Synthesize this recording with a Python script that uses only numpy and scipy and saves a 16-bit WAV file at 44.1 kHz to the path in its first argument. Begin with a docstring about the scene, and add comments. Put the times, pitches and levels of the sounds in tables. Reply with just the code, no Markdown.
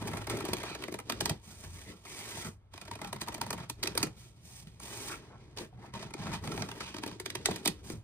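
"""Scissors cut a stiff paper plate held close to a two-port microphone in a carpeted room.
0-1.3 s: blades bite in jerks; each slip is an enveloped grain burst, coloured as tear and plate ring.
1.3-2.7 s: the plate is turned; filtered catches rub on steel and fingers, low resonances flex.
2.7-4.1 s: second cut; 4.1-5.7 s: turning again; 5.7-7.7 s: third cut, hardest slip near 7.5 s; then rubbing.
Throughout: decaying sines knock, bands of grains rasp, the plate wobbles; shaped noise hums under it all."""
import sys
import numpy as np
from scipy import signal
from scipy.fft import rfft, irfft, next_fast_len
from scipy.io import wavfile

SR = 44100
rng = np.random.default_rng(int(sys.argv[2]) if len(sys.argv) > 2 else 0)


def output_pcm(signal):
    """Save a mono or channel-first signal as 16-bit PCM at the path in sys.argv[1].

    Samples are clipped to [-1, 1] before scaling.
    """
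    pcm = np.clip(np.atleast_2d(signal).T, -1, 1) * 32767
    wavfile.write(sys.argv[1], SR, np.round(pcm).astype(np.int16))


N = 354343
SIZE = next_fast_len(N)   # transform length, samples

# Slips of the blades: t/s, tear level/dB, plate ring re tear/dB (both before layer trims)
SLIPS = [(0.023, -44.5, 3.5), (0.073, -32, -0.5), (0.111, -48, 5), (0.132, -47, 10), (0.146, -47.5, 7.5),
         (0.168, -36, 5), (0.269, -29.5, 3.5), (0.296, -30, 2.5), (0.37, -37, -1), (0.404, -33.5, 3),
         (0.45, -28, -3), (0.485, -33, -6), (0.532, -21, -6.5), (0.567, -33, -6.5), (0.581, -37.5, -0.5),
         (0.6315, -30, 0.5), (0.748, -36, 3), (0.8198, -41.5, 7.5), (0.836, -31, 0.5), (0.88, -39.5, 6.5),
         (0.9202, -35.5, -3), (0.9398, -31, 2.5), (0.986, -37.5, 6.5), (0.9979, -39, 2), (1.0959, -22.5, 0),
         (1.119, -28, -3), (1.205, -16, -5), (1.255, -19, -7.5), (1.2935, -18, -9.5), (1.63, -50.5, -12),
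         (2.0503, -41, 3.5), (2.7356, -41.5, -0.5), (2.775, -41.5, 0.5), (2.813, -38, 0.5),
         (2.851, -42.5, -0.5), (2.8777, -39.5, 3), (2.9113, -31.5, 0), (2.9516, -37.5, 4),
         (2.988, -51.5, 14), (3.014, -32.5, 2), (3.043, -34.5, 2), (3.0718, -37, -12), (3.127, -27.5, -1),
         (3.16, -41.5, 5), (3.197, -47.5, 0.5), (3.205, -41, -5.5), (3.2122, -19, -7), (3.263, -53.5, 2.5),
         (3.272, -39.5, 2), (3.281, -26, 0.5), (3.324, -37, 4), (3.3425, -28.5, -0.5), (3.378, -38.5, 1),
         (3.4119, -23, -3), (3.463, -38, 2), (3.504, -25, -1), (3.5271, -26, 0.5), (3.578, -43.5, 5),
         (3.696, -26.5, -4.5), (3.8279, -18.5, -8.5), (3.8326, -17.5, -12.5), (3.8546, -36.5, 2.5),
         (3.8707, -16.5, -12), (3.95, -32.5, -1.5), (3.975, -16, -9), (4.002, -43, 7.5), (4.014, -41, 7.5),
         (4.028, -16, -8.5), (4.066, -40.5, 6.5), (4.669, -48.5, -10), (4.797, -50.5, 4),
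         (5.5717, -31.5, -7.5), (5.583, -27, -8.5), (5.9367, -47.5, 11.5), (6.026, -35.5, 0),
         (6.105, -53.5, 12.5), (6.136, -37.5, 4.5), (6.214, -42.5, 6.5), (6.266, -46.5, 15),
         (6.436, -44.5, 7), (6.472, -38, 7), (6.518, -35, 3), (6.574, -36.5, 3), (6.6192, -28, -1),
         (6.6858, -37.5, 1.5), (6.7123, -37.5, 2), (6.8038, -29, 0), (6.9415, -34.5, -2.5),
         (6.963, -36, -5), (6.982, -33, -1.5), (7.0329, -34, 6.5), (7.061, -31, 3), (7.075, -34, -3),
         (7.111, -44.5, 3), (7.198, -28, -7.5), (7.257, -25.5, -7.5), (7.2998, -27.5, -8.5),
         (7.35, -19.5, -9), (7.4561, -12, -11.5), (7.511, -29.5, -0.5), (7.5584, -30, -4),
         (7.655, -19, -5.5), (7.6743, -15, -11), (7.898, -31.5, -1.5)]
# Spans in which the blades close on paper: start/s, end/s
CUT_SPANS = [(0, 1.33), (2.73, 4.06), (5.75, 7.7)]
# Tear spectrum: f/Hz, relative density/dB
TEAR_SPECTRUM = [(1000, -37.5), (1330, 5), (1560, -12), (1970, 5.5), (3050, -1), (4590, 5), (7090, -4),
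                 (10100, -12.5), (11600, -7), (14700, -14.5), (16500, -31)]
# Treble of the tearing as the cut moves along the blades: t/s, level/dB
TEAR_TREBLE = [(0, 4), (1.3, 6), (2.9, -2), (3.2, 5), (3.5, 8), (3.85, 1.5), (4.05, 8.5), (5.6, -26),
               (7.3, 3), (7.46, -3.5), (7.56, 6), (7.67, 1.5)]
# Broad resonances of the freshly cut edge: f/Hz, width/Hz, relative level/dB
EDGE_MODES = [(2970, 490, 6), (5166, 130, 18), (8610, 3400, 13.5)]
# Plate resonances: f/Hz, width/Hz, relative level/dB
RING_MODES = [(659, 120, 12.5), (797, 93, 17), (927.7, 144.4, 13), (1323.8, 155.5, 15.5), (1250, 1076, 8),
              (2077.7, 229, 11.5), (2448, 222.6, 1)]
# Upper flexing resonances: f/Hz, width/Hz, relative level/dB
FLEX_MODES = [(273.85, 91.8, -0.6), (335.7, 74.7, 2), (407.5, 74.6, -1.5)]
# Plate buckles and knocks: t/s, level before swell/dB, nominal f/Hz, fade by 8.7 dB/cycles
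KNOCKS = [(0.44, -27.5, 332, 1.56), (0.488, -24, 373, 1.02), (0.532, -17, 419, 0.58),
          (0.885, -30, 356, 1.07), (0.923, -30, 337, 0.91), (0.943, -34.5, 385, 1.52),
          (1.129, -36.5, 233, 1.55), (1.226, -29.5, 142, 0.62), (1.309, -32.5, 823, 2.26),
          (1.639, -30.5, 191, 0.3), (2.3737, -34, 720, 1.23), (2.913, -35, 990, 4), (3.015, -39.5, 880, 4),
          (3.047, -42, 843.5, 6), (3.078, -40.5, 887, 1), (3.953, -32, 448, 1.27), (4.033, -25, 281.4, 1.6),
          (4.67, -39.5, 167, 1.15), (5.593, -33.5, 219, 0.27), (5.609, -24, 271.4, 0.5),
          (5.728, -55.5, 784, 5.5), (5.788, -54.5, 799.4, 4.5), (6.474, -28.5, 144.4, 0.92),
          (6.61, -23, 175.7, 0.63), (6.808, -34, 400, 0.9), (6.946, -32, 298, 1.06),
          (6.986, -30, 300, 0.68), (7.037, -27, 273, 0.84), (7.064, -23, 327, 0.52),
          (7.203, -37, 403, 2.04), (7.262, -44, 402, 4), (7.353, -35, 383.5, 2), (7.4875, -19.5, 739, 1.24),
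          (7.489, -17.5, 340, 0.54), (7.497, -31.5, 163, 0.02), (7.662, -24.5, 303, 1.11),
          (7.682, -18, 316, 0.5048), (7.902, -26.5, 331, 0.87), (7.936, -22, 150, 0.4)]
# Cut edge rasps along the steel, and a short handling bump near 5.83 s: start/s, end/s, f/Hz, width/Hz,
# level/dB
RASPS = [(0.538, 0.62, 2400, 350, -63.5), (0.659, 0.757, 2460, 350, -50.5), (0.662, 0.724, 1217, 400, -52),
         (0.659, 0.759, 4100, 600, -55.5), (1.847, 1.919, 1995, 202, -59), (2.059, 2.25, 2144, 500, -58.5),
         (2.313, 2.478, 1963, 243, -57.5), (3.273, 3.284, 960, 300, -42), (3.407, 3.444, 2510, 300, -57.5),
         (5.094, 5.14, 1389, 590, -44.5), (5.106, 5.158, 2400, 398, -50.5),
         (5.301, 5.363, 939, 600.3, -59.5), (5.825, 5.85, 820, 200.3, -53), (6.26, 6.362, 1865, 500, -55),
         (6.826, 6.926, 2590, 500, -56), (6.83, 6.918, 1070, 500, -61.5), (7.463, 7.57, 3900, 2491, -54),
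         (7.651, 7.683, 3930, 1490, -37)]
# Paper strokes on steel or fingers: start/s, end/s, hiss level at start/dB, at end/dB,
# then re hiss, before layer trims: treble/dB, plate ring/dB, upper flexing/dB, deep flexing/dB
STROKES = [(-0.05, 0.228, -51.5, -58.5, 4.5, 5, 16.5, 7.5), (0.269, 0.408, -49.5, -55, 5, 3.5, 20, 10),
           (0.416, 0.569, -57.5, -58.5, 0, 6, 12.5, 7.5), (0.564, 0.755, -52.5, -52.5, -0.5, 1, 8.5, -0.5),
           (0.78, 1.018, -49.5, -77.5, -3.5, -10, 17.5, -6), (1, 2.05, -77, -68.5, 4.5, -2, 5, 4.5),
           (1.034, 1.318, -66.5, -55.5, -7, -5, 18, 7), (1.418, 1.753, -60.5, -64, 8.5, -8.5, -1, -2),
           (1.741, 1.888, -63.5, -62.5, 8, -6, 0, -18.5), (1.855, 1.921, -54.5, -71.5, -26, -6.5, 17, 16.5),
           (2.036, 2.424, -53, -49, 6, -6, 1, -8), (2.444, 2.485, -39, -60, 10, 0, 12, 10.5),
           (2.706, 3.04, -65, -67.5, 1.5, 0, -12, 3.5), (2.99, 3.644, -70.5, -60.5, -3, 5, 10, 12),
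           (3.704, 4.8, -76, -71, 2.5, -7, 6, 7), (3.77, 4.061, -69.5, -64.5, 0, 5, 23, 11.5),
           (4.162, 4.327, -56.5, -80, 7.5, -11, -6.5, -20), (4.411, 4.596, -68, -59, 10.5, -8, -9.5, -20.5),
           (4.794, 5.129, -52, -48.5, 7, -5.5, 3, -8.5), (5.144, 5.566, -70.5, -77.5, -22, 5, 19, 10.5),
           (5.561, 5.656, -41, -63.5, 5.5, -1.5, 12.5, 1), (5.7, 5.883, -85.5, -71.5, -8, 11.5, 23.5, 19),
           (5.928, 6.152, -54, -71, -19, 5, 12.5, 11), (6.157, 6.258, -52.5, -61.5, -8, 5, 12, 12),
           (6.25, 6.352, -53, -53, 1, 4.5, 8, 13.5), (6.407, 6.799, -52.5, -60, 4.5, 1, 14, 9),
           (6.775, 6.946, -53, -58.5, -8.5, -4, 2.5, 0.5), (6.926, 7.146, -71.5, -60.5, -17, -4, 16.5, 2),
           (7.161, 7.428, -86, -61.5, -22, -3, 19.5, 12.5), (7.462, 8.04, -52, -82, 1, -4.5, 14.5, 1.5),
           (7.826, 7.934, -54.5, -59.5, 9, -5, 2.5, 5)]
# Rubbing spectrum: f/Hz, relative density/dB
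RUB_SPECTRUM = [(590, -79), (1000, -50.5), (1970, 5), (2500, 2.5), (3300, 3.5), (6380, 1), (7260, -0.5),
                (8860, -2.5), (10300, -8.5), (11500, -15.5), (12600, -10), (14500, -15), (15600, -15.5),
                (16500, -66)]
# Deep flexing resonances: f/Hz, width/Hz, relative level/dB
DEEP_FLEX_MODES = [(129.5, 98.6, 0.019), (206.8, 73.1, 0.014)]
# Whole plate wobbles in the hand: t/s, level before trim/dB
SWAY = [(0.0, -48.5), (0.29, -44.5), (1.03, -56.5), (1.23, -44.5), (1.52, -60), (1.65, -46.5),
        (1.94, -58.5), (4.09, -48.5), (4.38, -60), (4.65, -51.5), (5.61, -53.5), (6.15, -55), (6.51, -46),
        (6.82, -55), (7.47, -54.5), (8.03, -50)]
# Wobble pitch as the grip changes: t/s, f/Hz
GRIP = [(0, 98.67), (.8, 123.1), (1.6, 88.1), (2.0, 91.13), (2.1, 117.4), (2.5, 90.9), (3.7, 118.7),
        (6.1, 119), (6.3, 88.13), (6.9, 121.4), (7.7, 86.2), (8.03, 110.8)]
# Steady wobble resonance: f/Hz, width/Hz, relative level/dB
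WOBBLE_MODES = [(62.9, 18, -2)]
# Lead of the left port: f/Hz, phase/rad
PORT_LEAD = [(0, 0), (1030, .5), (2410, 1.5), (2760, 2.3), (4910, 4.2), (7150, 3.9), (8610, .4),
             (10200, -.3), (10900, -2.9), (12300, -3.4), (13200, -6.0), (15500, -8)]
# Left port above right: f/Hz, level/dB
PORT_BALANCE = [(60, 2), (120, -1.5), (240, -1), (480, 4.5), (950, 1), (1890, 2.5), (3770, -11), (7520, -4),
                (15000, 4)]
# Hum spectrum: f/Hz, relative density/dB
HUM_SPECTRUM = [(30, -63.5), (75, -5.5), (98, -3.5), (121, -19), (184, -71), (437, -29), (988, -29),
                (3140, -55.5), (16000, -90.5)]
# Left-right likeness of the hum: f/Hz, likeness/1
HUM_LIKENESS = [(60, 1), (950, 0.02), (15000, 0.32)]

# skirt: faint burst either side of each slip; its random size also scales its decay time
SKIRT_DB, SKIRT_SPREAD_DB, SKIRT_MS = -22, 5, 2.2
RAGGED_DB = 3   # spread of the clumps in a tear
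# drag: level for a -30 dB slip, dB per dB of slip; its ring: level for tear + ring = -32 dB
DRAG_DB, DRAG_FOLLOWS, DRAG_T60_S, DRAG_TREBLE_DB = -53, 0.79, 0.066, 5.5
DRAG_RING_DB, DRAG_RING_FOLLOWS = -52.5, 0.8
RUMBLE_UPPER_DB, RUMBLE_DEEP_DB, RUMBLE_T60_S = -23, -20, 0.1437   # re knock, before flexing trims
TOUCH_S, LIFT_DB_PER_S = 0.0453, 339   # stroke onset; die-away after its end
WAVER_DB, WAVER_HZ = 1.1, 11   # unsteady stroke pressure
RASP_EDGE_S = 0.0052
WIDE_RUB_DB, WIDE_TEAR_DB = -5, -9.5   # port-swapped layers
ROOM_T60_S, ROOM_DB, WALL_CUT_HZ = 0.146, -11, 3420
HUM_DB = -66
STOPBAND_HZ = 16700


def from_db(db):
    """Amplitude gain of a level in dB."""
    return 10 ** (np.asarray(db) / 20)


def rms_one(x):
    """Scale to rms 1."""
    return x / np.sqrt(np.mean(x ** 2) + 1e-20)


def in_time(rows):
    """Columns of a time table, interpolated to one value per sample."""
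    s, *columns = np.transpose(rows)
    return [np.interp(np.arange(N) / SR, s, c) for c in columns]


def at_hz(points):
    """Frequency table on the transform grid, interpolated over log frequency."""
    hz, value = np.transpose(points)
    grid_hz = np.fft.rfftfreq(SIZE, 1 / SR)
    return np.interp(np.log(grid_hz + 1), np.log(hz + 1), value)


def colour(x, spectrum):
    """Smooth spectral shape; white input keeps its rms."""
    return irfft(rfft(x, SIZE) * rms_one(from_db(at_hz(spectrum))), SIZE)[:N]


def resonate(x, modes, uneven_db=0):
    """Parallel alternating-sign resonances, drive drifting with the contact; white input keeps its rms."""
    out, reply = 0, 0
    for k, (hz, width_hz, level_db) in enumerate(modes):
        r = np.exp(-np.pi * width_hz / SR)
        a = [1, -2 * r * np.cos(2 * np.pi * hz / SR), r * r]
        b = (-1) ** k * from_db(level_db) * (1 - r * r) * np.array([1, 0, -1])
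        drive = from_db(uneven_db * drift(8.23)) if uneven_db else 1
        out = out + signal.lfilter(b, a, x * drive + 1e-18)
        reply = reply + signal.lfilter(b, a, signal.unit_impulse(SR // 4))
    return out / np.sqrt(np.sum(reply ** 2))


def drift(corner_hz):
    """Random wander of rms 1: noise through a double pole."""
    r = np.exp(-2 * np.pi * corner_hz / SR)
    wander = signal.lfilter([1], [1, -2 * r, r * r], rng.standard_normal(N + SR))
    return rms_one(wander[SR:])   # filter settled


def grains(per_s, spread_db):
    """Fibres that snap or catch at random moments, of uneven size; rms 1."""
    sizes = from_db(spread_db * np.minimum(rng.exponential(1, N), 4))
    signed = sizes * rng.choice([-1, 1], N)
    return rms_one(signed * (rng.random(N) < per_s / SR))


def tails(s, levels_db, t60_s):
    """Gain that jumps at each moment and dies away exponentially."""
    kicks = np.full(N, 1e-18)
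    kicks[(s * SR).astype(int)] = from_db(levels_db)
    return signal.lfilter([1], [1, -from_db(-60 / (t60_s * SR))], kicks)


def blades():
    """Each slip tears fibres, sings in the cut edge, rings the plate and, longer, flexes it."""
    s, tear_db, ring_db = np.transpose(SLIPS)
    fibres = rms_one(grains(14000, 4.88) * from_db(RAGGED_DB * drift(320)))
    skirts_db = np.clip(rng.normal(0, SKIRT_SPREAD_DB, len(s)), -10, 10)
    tearing = fibres * bursts(tear_db - 10.5, 3.505, skirts_db)
    edge = resonate(tearing, EDGE_MODES, uneven_db=7.5)
    tear = colour(tearing, TEAR_SPECTRUM) + from_db(-13) * edge
    top = signal.sosfilt(signal.butter(2, 6500, "high", fs=SR, output="sos"), tear)
    tear = tear + (from_db(in_time(TEAR_TREBLE)[0]) - 1) * top
    ring_drive = fibres * bursts(tear_db + ring_db - 8.5, 3.6368, skirts_db)
    ring = resonate(ring_drive, RING_MODES, uneven_db=3)
    thump_drive = fibres * bursts(tear_db + ring_db - 15, 9.0602, skirts_db)
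    return tear + ring + resonate(thump_drive, FLEX_MODES)


def bursts(levels_db, swell_ms, skirts_db):
    """Envelope of all slips: each tear swells and dies away, in a faint skirt of random size."""
    u = np.arange(SR // 16) / (SR * swell_ms / 1000)   # tear peaks at u = 1
    around = np.arange(-SR // 25, SR // 16) / (SR * SKIRT_MS / 1000)   # 0 at the slip
    out = np.zeros(N + SR)
    for (s, *_), level_db, skirt_db in zip(SLIPS, levels_db, skirts_db):
        # skirt swells before the slip and fades after it
        shape = from_db(SKIRT_DB + skirt_db) * np.exp(-np.abs(around) / from_db(skirt_db))
        shape[-len(u):] += (u * np.exp(1 - u)) ** 3.5
        at = round(s * SR)
        out[at:at + len(shape)] += from_db(level_db) * shape
    return out[len(around) - len(u):][:N]   # drop the lead-in


def knocks():
    """Buckling plate pops: a sine swells, fades by the cycle and falls slightly as the paper relaxes."""
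    out, t = np.zeros(N + SR), np.arange(SR // 10) / SR
    for s, level_db, hz, fade_cycles in KNOCKS:
        cycles = hz * t
        at = round(s * SR)
        swell = (1 - np.exp(-cycles / 0.98)) * np.exp(1 - cycles / fade_cycles)
        out[at:at + len(t)] += from_db(level_db) * swell * np.sin(2 * np.pi * cycles ** 0.985)
    return out[:N]


def rasps():
    """Rasps and a handling bump: clumped fibre catches through the band of each row."""
    out, catch = np.zeros(N + SR), grains(5000, 4.6) * from_db(1.24 * drift(60))
    for start, end, hz, width_hz, level_db in RASPS:
        t = np.arange(round(start * SR), round(end * SR) + SR // 20)
        gate = np.minimum(t / SR - start, end + RASP_EDGE_S - t / SR) / RASP_EDGE_S
        gate = np.clip(gate, 0, 1)
        edges_hz = [hz - width_hz / 2, hz + width_hz / 2]
        band = signal.sosfilt(signal.butter(2, edges_hz, "band", fs=SR, output="sos"), catch[t] * gate)
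        out[t] += from_db(level_db) * band * np.sqrt(SR / 2 / width_hz)   # offset the band loss
    return out[:N]


def strokes():
    """Gains of hiss, treble, ring, upper and deep flexing: strokes set in, run their course, die away."""
    out = np.full((5, N), 1e-6)
    for start, end, start_db, end_db, *layers_db in STROKES:
        at = max(round(start * SR), 0)
        t = np.arange(at, min(round(end * SR) + SR // 4, N)) / SR
        level_db = np.interp(t, [start, end], [start_db, end_db])
        level_db = level_db - LIFT_DB_PER_S * np.maximum(t - end, 0)
        gain = np.minimum((t - start) / TOUCH_S, 1) * from_db(level_db)
        out[:, at:at + len(t)] += gain * from_db([0, *layers_db])[:, None]
    return out * from_db(WAVER_DB * drift(WAVER_HZ))


def rubbing(hiss_gain, treble_gain, ring_gain):
    """Paper slides on blades and fingers: fine catching in clumps hisses and rings the plate."""
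    clumps = drift(52)
    catch = grains(9000, 3.48) * crunch()
    hiss = colour(catch * hiss_gain * from_db(2.0 * clumps), RUB_SPECTRUM)
    top = signal.sosfilt(signal.butter(2, 6000, "high", fs=SR, output="sos"), hiss)
    hiss = hiss + (treble_gain / hiss_gain - 1) * top
    ring_drive = catch * ring_gain * from_db(1.5 * clumps)
    return hiss + resonate(ring_drive, RING_MODES, uneven_db=3)


def crunch():
    """Tiny random slips crackle the rubbing while the blades close, fainter elsewhere; rms-1 gains."""
    u = np.arange(SR // 50) / (SR * 0.00316)
    slips = np.abs(grains(300, 4.0))
    pulses = rms_one(signal.fftconvolve(slips, u * np.exp(-u))[:N])
    chopped = rms_one(.5 + pulses)
    t = np.arange(N) / SR
    closing = sum((t >= start) & (t < end) for start, end in CUT_SPANS)
    return np.where(closing, chopped, rms_one(2 + chopped))


def flexing(upper_gain, deep_gain):
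    """The dish bends under hand and blades: noise rumbles in its low modes."""
    upper_drive = rng.standard_normal(N) * crunch() * upper_gain * from_db(-6)
    deep_drive = rng.standard_normal(N) * deep_gain * from_db(3.7 * drift(19))
    return resonate(upper_drive, FLEX_MODES) + resonate(deep_drive, DEEP_FLEX_MODES)


def wobble():
    """Plate in the hand: a narrow low resonance moves with the grip over a deeper fixed one."""
    turn = 2 * np.pi * np.cumsum(in_time(GRIP)[0]) / SR
    moving = drift(10.74) * np.cos(turn) + drift(15.0) * np.sin(turn)
    steady = from_db(-4) * resonate(rng.standard_normal(N), WOBBLE_MODES)
    return from_db(in_time(SWAY)[0] - 2.5) * (moving + steady)


def ports(x):
    """Two ports hear a near source with frequency-dependent lead and shading, split evenly."""
    half = from_db(at_hz(PORT_BALANCE) / 2) * np.exp(.5j * at_hz(PORT_LEAD))
    return irfft(rfft(x, SIZE) * np.array([half, 1 / half]), SIZE)[:, :N]


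def reflections(x, t60_s, likeness):
    """Dense dull reflections: decaying filtered noise, partly different at each port."""
    t = np.arange(SR // 3) / SR
    tail = rng.standard_normal((2, len(t))) * from_db(-60 * t / t60_s)
    dull = np.exp(-2 * np.pi * WALL_CUT_HZ / SR)
    tail = signal.lfilter([1], [1, -dull], tail)
    alike = np.clip(likeness, 0, 1)
    tail[1] = alike * tail[0] + np.sqrt(1 - alike ** 2) * tail[1]
    tail = signal.sosfilt(signal.butter(2, 400, "high", fs=SR, output="sos"), tail)
    return signal.fftconvolve(x, tail / np.sqrt(np.sum(tail[0] ** 2)), axes=1)[:, :N]


def hum():
    """Low hum of the house over faint hiss: shaped noise, most alike at the ports in the bass."""
    mid, side = rfft(rng.standard_normal((2, SIZE)))
    alike = np.clip(at_hz(HUM_LIKENESS), 0, 1)
    pair = np.sqrt(1 + alike) * mid + np.sqrt(1 - alike) * side * [[1], [-1]]
    return from_db(HUM_DB) * rms_one(irfft(pair * from_db(at_hz(HUM_SPECTRUM)), SIZE)[:, :N])


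def scene():
    """Plate and scissors at the ports, widened rubbing and tearing, walls, hum."""
    hiss, treble, ring, upper, deep = strokes()
    # freed paper drags on the blade after each slip
    s, tear_db, ring_db = np.transpose(SLIPS)
    drag_ring = tails(s, DRAG_RING_DB + DRAG_RING_FOLLOWS * (tear_db + ring_db + 32), DRAG_T60_S)
    drag = tails(s, DRAG_DB + DRAG_FOLLOWS * (tear_db + 30), DRAG_T60_S)
    drag_treble = from_db(DRAG_TREBLE_DB + in_time(TEAR_TREBLE)[0]) * drag
    sliding = hiss + drag, treble + drag_treble, ring + drag_ring
    # the dish rumbles on after each knock
    rumble = tails(*np.transpose(KNOCKS)[:2], RUMBLE_T60_S)
    bending = flexing(upper + from_db(RUMBLE_UPPER_DB) * rumble, deep + from_db(RUMBLE_DEEP_DB) * rumble)
    direct = ports(blades() + knocks() + rubbing(*sliding) + bending + wobble() + rasps())
    # fresh draws with ports swapped: makes rubbing and tearing wider, less alike at the ports
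    wide = from_db(WIDE_RUB_DB) * ports(rubbing(*sliding))[::-1]
    wide = wide + from_db(WIDE_TEAR_DB) * ports(blades())[::-1]
    room = from_db(ROOM_DB) * reflections(direct, ROOM_T60_S, likeness=0.043)
    return direct + wide + room + hum()


def record(dry):
    """Steep low-pass, 70 dB down from the stopband edge."""
    return signal.sosfilt(signal.cheby2(12, 70, STOPBAND_HZ, fs=SR, output="sos"), dry)


dry = scene()
out = record(dry)
output_pcm(out)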